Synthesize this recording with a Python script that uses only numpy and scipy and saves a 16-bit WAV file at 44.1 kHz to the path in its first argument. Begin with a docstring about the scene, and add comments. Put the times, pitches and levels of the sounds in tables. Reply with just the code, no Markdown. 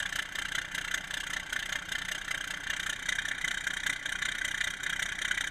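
"""A six-cylinder diesel tractor idles in a snowy farm yard, heard from a few metres to its side.
Each firing is a dull crankcase thud, then a metallic knock of block, covers and fuel lines.
Uneven cylinders make it lope; the governor hunts. The exhaust throbs underneath, gears and fan whirr.
Halfway through, the microphone turns and the treble changes colour."""
import sys
import numpy as np
from scipy import signal
from scipy.fft import rfft, irfft
from scipy.io import wavfile
from scipy.ndimage import uniform_filter1d

SR = 44100
rng = np.random.default_rng(int(sys.argv[2]) if len(sys.argv) > 2 else 0)


def bounce(signal):
    """Save signal as a 16-bit WAV file at the path given by the first command-line argument."""
    frames = np.transpose(np.atleast_2d(signal))
    limited = np.clip(frames, -1, 1)
    pcm = np.round(limited * 32767).astype(np.int16)
    wavfile.write(sys.argv[1], SR, pcm)


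N = 242550
TIME_S = np.arange(N) / SR

# idle speed (time [s], firing rate [Hz])
FIRING_RATE = [(0.0, 30.82), (0.45, 30.38), (1.25, 30.88), (2.0, 30.51), (2.4, 30.83), (3.2, 30.87),
               (3.9, 31.08), (4.25, 30.71), (4.55, 31.14), (5.5, 31.36)]
# firing order (delay [s], block [dB], covers [dB], fuel lines [dB], ring [Hz], thud [Hz], thud [dB])
CYLINDERS = [(-.0008, -36, -41.6, -46.5, 1770, 616, 2.5), (-.002, -39.2, -44, -47.5, 1650, 730, -0.3),
             (-.0016, -38, -43.5, -49.5, 1660, 1130, 0.4), (-.0016, -41, -46, -49, 1820, 850, -2),
             (-.0003, -37.5, -43.5, -47.5, 1686, 790, -2), (-.0012, -36, -39, -42, 1820, 590, 2)]
# standout knocks (time [s], block [dB], covers [dB], fuel lines [dB], ring [Hz])
HARD_KNOCKS = [(0.0622, -35, -40.8, -48, 1660), (0.1931, -32.8, -38, -46, 1690),
               (0.3906, -35, -40.8, -46, 1740), (0.587, -33, -40.5, -46.5, 1750),
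               (0.946, -31.5, -38, -38.5, 1860), (1.5316, -34.5, -40, -43, 1530),
               (1.565, -32.5, -44, -47.5, 1750), (2.314, -33.3, -41, -43, 2050),
               (2.7042, -33, -38.5, -43.5, 1600), (3.0928, -32, -36, -39, 2000),
               (3.1905, -31.5, -38.5, -47, 1660), (3.318, -33, -44, -51.5, 1750),
               (3.449, -30.5, -42.5, -43.5, 2000), (3.674, -30.5, -42, -43, 1555),
               (3.8691, -31, -37, -40, 1880), (3.9013, -31, -41, -41.5, 1900),
               (4.0616, -35.5, -39.5, -45.5, 1730), (4.2252, -32.5, -39.5, -44.5, 1880),
               (4.418, -33.5, -46, -49.5, 1610), (4.6125, -30.5, -38.5, -44.5, 1780),
               (4.8679, -32.5, -42, -48, 1730), (4.9333, -33, -42, -47, 1620),
               (5.028, -33, -37.5, -40.5, 2030), (5.3155, -29.5, -38.1, -43, 1490),
               (5.3797, -32.2, -41.5, -46.5, 1930)]
# governor easing off the fuel (time [s], strength loss [dB])
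FUEL_DIPS = [(0.303, 9.5), (0.69, 7), (1.06, 6), (1.465, 8), (1.84, 6.5), (2.215, 3), (2.59, 7), (2.975, 5),
             (3.338, 7.5), (3.68, 5), (4.03, 11.5), (4.37, 1.5), (4.79, 6), (5.16, 2.5), (5.481, 2)]
# resonances (centre [Hz], width [Hz], relative gain before turn [dB], after turn [dB])
CRANKCASE_MODES = [(285, 40, -16.5, -16.5), (384, 45, -23, -22), (513, 61, -22.5, -26),
                   (595.7, 39.3, -18.5, -21.5), (700, 74, -20, -22.5), (789, 49, -19.5, -21.5),
                   (900, 89, -16, -17.5), (1016, 68, -22.5, -21.5), (1141, 85, -17.5, -20.5)]
BLOCK_MODES = [(1130, 64, -15, -13.5), (1350, 86, -9, -11.5), (1466.5, 128, -5.5, -3.5),
               (1600, 132, -3, -1.5), (1755, 104, -4.5, -1.5), (1998, 132, -6.5, 0), (2049, 87, -3.5, -7),
               (2267, 150, -9.5, -6), (2418, 64, -12.5, -10.5)]
COVER_MODES = [(2735, 107, -13, -26), (2830, 47, -9.5, -16.5), (3076, 161, -7, -9), (3193, 152, -9, -7.5),
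               (3490, 370, -13.5, -16.5), (3708, 227, -15.5, -10.5), (3930, 216, -17, -21.5),
               (4390, 360, -25, -27)]
FUEL_LINE_MODES = [(5094, 360, -22.5, -32.5), (5967, 590, -35, -17.5), (6295, 610, -16, -17.5),
                   (6673, 107, -13.5, -14), (7160, 250, -24.5, -15), (7870, 680, -20.5, -21),
                   (8624, 150, -23.5, -20), (8820, 520, -53, -20.5), (9330, 280, -23, -29),
                   (10020, 650, -29.5, -29), (11000, 370, -40, -29), (11740, 580, -32.5, -31),
                   (13130, 1200, -33.5, -42), (14500, 1310, -58, -40.5)]
# exhaust note (multiple of firing rate [1], rms level before sag [dB])
EXHAUST_HARMONICS = [(1, -53.7), (2, -65.5), (3, -67), (4, -65.5), (5, -65), (6, -61.5)]
# fan and exhaust turbulence (frequency [Hz], relative density [dB])
RUMBLE_SPECTRUM = [(10, 5), (20, 0), (35, -6), (50, 2), (80, -1.5), (120, -3), (178, 0), (210, -6.5),
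                   (290, -4), (450, -14), (700, -9), (1200, -22), (4800, -22), (9000, -42)]
# turbulence strength (time [s], level [dB])
RUMBLE_LEVEL = [(0, -55), (3.1, -54), (5.5, -54)]
# gain after the microphone turn (block [dB], covers [dB], fuel lines [dB])
TURN_GAIN_DB = (2, 1, 1.2)


def from_db(db):
    """Decibels to gain."""
    return 10 ** (np.asarray(db) / 20)


def unit_rms(x):
    """Scale to unit power."""
    return x / np.sqrt(np.mean(x ** 2) + 1e-20)


def curve(rows, at_s=TIME_S):
    """Interpolate (time, value) rows."""
    return np.interp(at_s, *np.transpose(rows))


def mic_turn(at_s, start_s=2.6, end_s=3.14):
    """Progress of the microphone turn, 0 to 1."""
    return curve([(start_s, 0), (end_s, 1)], at_s)


def governor_db(at_s, ease_off_s=0.065, pick_up_s=0.055):
    """Firing strength sags as fuel is eased off, then recovers."""
    dips_s, loss_db = np.transpose(FUEL_DIPS)
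    since_s = at_s[:, None] - dips_s
    width_s = np.where(since_s < 0, ease_off_s, pick_up_s)
    return -np.exp(-(since_s / width_s) ** 2) @ loss_db


def firings(crank, blow_scatter_db=1.1, part_scatter_db=1.0, ring_scatter_oct=.05):
    """Cylinders fire in turn, fed by the governor; some knock hard. Columns as CYLINDERS, delay as time."""
    number = np.arange(int(crank[-1]) + 1)
    rows = np.array(CYLINDERS, float)[number % len(CYLINDERS)]
    scatter = rng.standard_normal((len(number), 5))
    rows[:, 0] += np.interp(number, crank, TIME_S)
    strength_db = governor_db(rows[:, 0]) + blow_scatter_db * scatter[:, 0]
    turn_db = np.outer(mic_turn(rows[:, 0]), TURN_GAIN_DB)
    rows[:, 1:4] += strength_db[:, None] + part_scatter_db * scatter[:, 1:4] + turn_db
    rows[:, 4] *= 2 ** (ring_scatter_oct * scatter[:, 4])
    for hard in HARD_KNOCKS:
        nearest = np.argmin(abs(rows[:, 0] - hard[0]))
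        rows[nearest, :len(hard)] = hard
    return rows.T


def strokes(peaks_s, rise_s, decay_s, tail_db, tail_s):
    """Firing force: swell, fast fall, tail. Returns force and firing index per sample."""
    firing = np.clip(np.searchsorted(peaks_s - 3 * rise_s, TIME_S) - 1, 0, None)
    since_s = TIME_S - peaks_s[firing]
    after_s = np.maximum(since_s, 0)
    swell = np.exp(-.5 * (np.minimum(since_s, 0) / rise_s) ** 2)
    fall = np.exp(-after_s / decay_s) + from_db(tail_db) * np.exp(-after_s / tail_s)
    return swell * fall, firing


def accents(modes, centre_hz, boost_db, width_oct, scatter_db):
    """Gain per mode and firing: boost or cut near the blow's pitch, plus scatter."""
    distance = np.log2(np.array(modes)[:, :1] / centre_hz) / width_oct
    return from_db(boost_db * np.exp(-distance ** 2) + scatter_db * rng.standard_normal(distance.shape))


def radiate(drives, modes):
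    """Each mode rings on its own drive; the balance shifts with the microphone turn. Unit rms."""
    turned = mic_turn(TIME_S)
    sound = 0
    for drive, (hz, width_hz, before_db, after_db) in zip(drives, modes):
        band = signal.butter(2, [hz - width_hz / 2, hz + width_hz / 2], "band", fs=SR, output="sos")
        gain = from_db(before_db) * (1 - turned) + from_db(after_db) * turned
        sound = sound + gain * signal.sosfilt(band, drive)
    return unit_rms(sound)


def crankcase_thud(times_s, strength_db, thud_hz, blow_db=-6.5, churn_db=-8.5):
    """The pressure jump of combustion hits the hollow crankcase."""
    strength = from_db(strength_db)
    blows = np.zeros(N)
    blows[np.clip((times_s * SR).astype(int), 0, N - 1)] = strength
    blows = from_db(blow_db) * unit_rms(blows)
    force, firing = strokes(times_s, rise_s=0.0016, decay_s=0.0081, tail_db=2, tail_s=0.022)
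    shake = unit_rms(force * strength[firing] * rng.standard_normal(N))
    churn = from_db(churn_db) * rng.standard_normal(N)
    # each cylinder's place on the case sets its tone
    accent = accents(CRANKCASE_MODES, thud_hz, boost_db=13, width_oct=0.14, scatter_db=1.0)
    drives = [(-1) ** k * (blows * gains[firing] + shake + churn) for k, gains in enumerate(accent)]
    return radiate(drives, CRANKCASE_MODES)


def contacts(rate_hz, spread_db):
    """Tiny metal impacts, random in time and size."""
    sizes = from_db(spread_db * np.minimum(rng.exponential(1, N), 4)) * rng.choice([-1, 1], N)
    return unit_rms(sizes * (rng.random(N) < rate_hz / SR))


def rattle(modes, stroke, accent, level_db, rate_hz, spread_db, whirr_db):
    """Each firing rattles a metal part; timing gears and tappets chatter in between."""
    force, firing = stroke
    # neighbouring modes are driven from different points
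    hits = [force * contacts(rate_hz, spread_db) for _ in range(2)]
    gears = [contacts(rate_hz=2500, spread_db=5.0) for _ in range(2)]
    ringing = radiate([hits[k % 2] * gains[firing] for k, gains in enumerate(accent)], modes)
    whirr = radiate([gears[k % 2] for k in range(len(modes))], modes)
    # each firing delivers its set energy, however the contacts fall
    power = np.bincount(firing, ringing ** 2, len(level_db)) / (N / len(level_db))
    gain = from_db(level_db) / np.sqrt(power + 1e-6)
    return uniform_filter1d(gain[firing], size=130) * ringing + from_db(whirr_db) * whirr


def block_knock(times_s, level_db, ring_hz):
    """Combustion knock: cast iron clanks at the pitch the cylinder favours."""
    stroke = strokes(times_s - .0042, rise_s=0.003, decay_s=0.0026, tail_db=-5.5, tail_s=0.011)
    accent = accents(BLOCK_MODES, ring_hz, boost_db=7.5, width_oct=0.12, scatter_db=1.0)
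    return rattle(BLOCK_MODES, stroke, accent, level_db - .1, rate_hz=4500, spread_db=2, whirr_db=-46.5)


def cover_clatter(times_s, level_db, ring_hz):
    """Thin valve cover and side panels follow the block, about an octave up."""
    stroke = strokes(times_s - .0011, rise_s=0.0035, decay_s=0.0048, tail_db=-8, tail_s=0.01)
    accent = accents(COVER_MODES, 2.03 * ring_hz, boost_db=2.5, width_oct=0.11, scatter_db=2)
    return rattle(COVER_MODES, stroke, accent, level_db + .1, rate_hz=5000, spread_db=5.5, whirr_db=-57)


def fuel_line_tick(times_s, level_db):
    """Injectors snap shut; their pipes tick."""
    stroke = strokes(times_s - .001, rise_s=0.0034, decay_s=0.0064, tail_db=-26, tail_s=0.0055)
    centre_hz = np.full(len(times_s), 6600)
    accent = accents(FUEL_LINE_MODES, centre_hz, boost_db=-1.5, width_oct=0.15, scatter_db=1.5)
    return rattle(FUEL_LINE_MODES, stroke, accent, level_db + 0.075,
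                  rate_hz=14000, spread_db=1.5, whirr_db=-65.5)


def firing_phase_rad(crank, lead_s):
    """One cycle per firing, advanced by lead_s."""
    return 2 * np.pi * (crank + lead_s * curve(FIRING_RATE))


def exhaust_throb(crank, sag_ratio=0.76):
    """Muffled stack puffs: low harmonics of the firing rate, sagging with weak firings."""
    phase_rad = firing_phase_rad(crank, lead_s=0.00753)
    note = sum(np.sqrt(2) * from_db(db) * np.cos(k * phase_rad) for k, db in EXHAUST_HARMONICS)
    return from_db(sag_ratio * governor_db(TIME_S)) * note


def flow_rumble(crank, puff_db=2.5):
    """Fan and exhaust turbulence, surging with each puff."""
    hz, db = np.transpose(RUMBLE_SPECTRUM)
    bins_hz = np.maximum(np.arange(N // 2 + 1) * SR / N, 1)
    shape = from_db(np.interp(np.log(bins_hz), np.log(hz), db, left=-np.inf, right=-np.inf))
    puffs = from_db(puff_db * np.cos(firing_phase_rad(crank, lead_s=0.0093)))
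    turbulence = irfft(rfft(puffs * rng.standard_normal(N)) * shape, N)
    return from_db(curve(RUMBLE_LEVEL)) * unit_rms(turbulence)


def scene():
    """The crank times all layers. No echoes: snow absorbs them."""
    crank = np.cumsum(curve(FIRING_RATE)) / SR   # position [firings]
    times_s, block_db, covers_db, lines_db, ring_hz, thud_hz, thud_db = firings(crank)
    block = block_knock(times_s, block_db, ring_hz)
    covers = cover_clatter(times_s, covers_db, ring_hz)
    lines = fuel_line_tick(times_s, lines_db)
    # the thud leads the knock and varies far less
    thud = from_db(-54) * crankcase_thud(times_s - .0115, thud_db + .25 * block_db, thud_hz)
    return (thud + block + covers + lines + exhaust_throb(crank) + flow_rumble(crank))[None]


def record(dry):
    """Steep low-pass."""
    cutoff_hz = 15400
    return signal.sosfilt(signal.ellip(10, .1, 80, cutoff_hz, fs=SR, output="sos"), dry)


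dry = scene()
out = record(dry)
bounce(out)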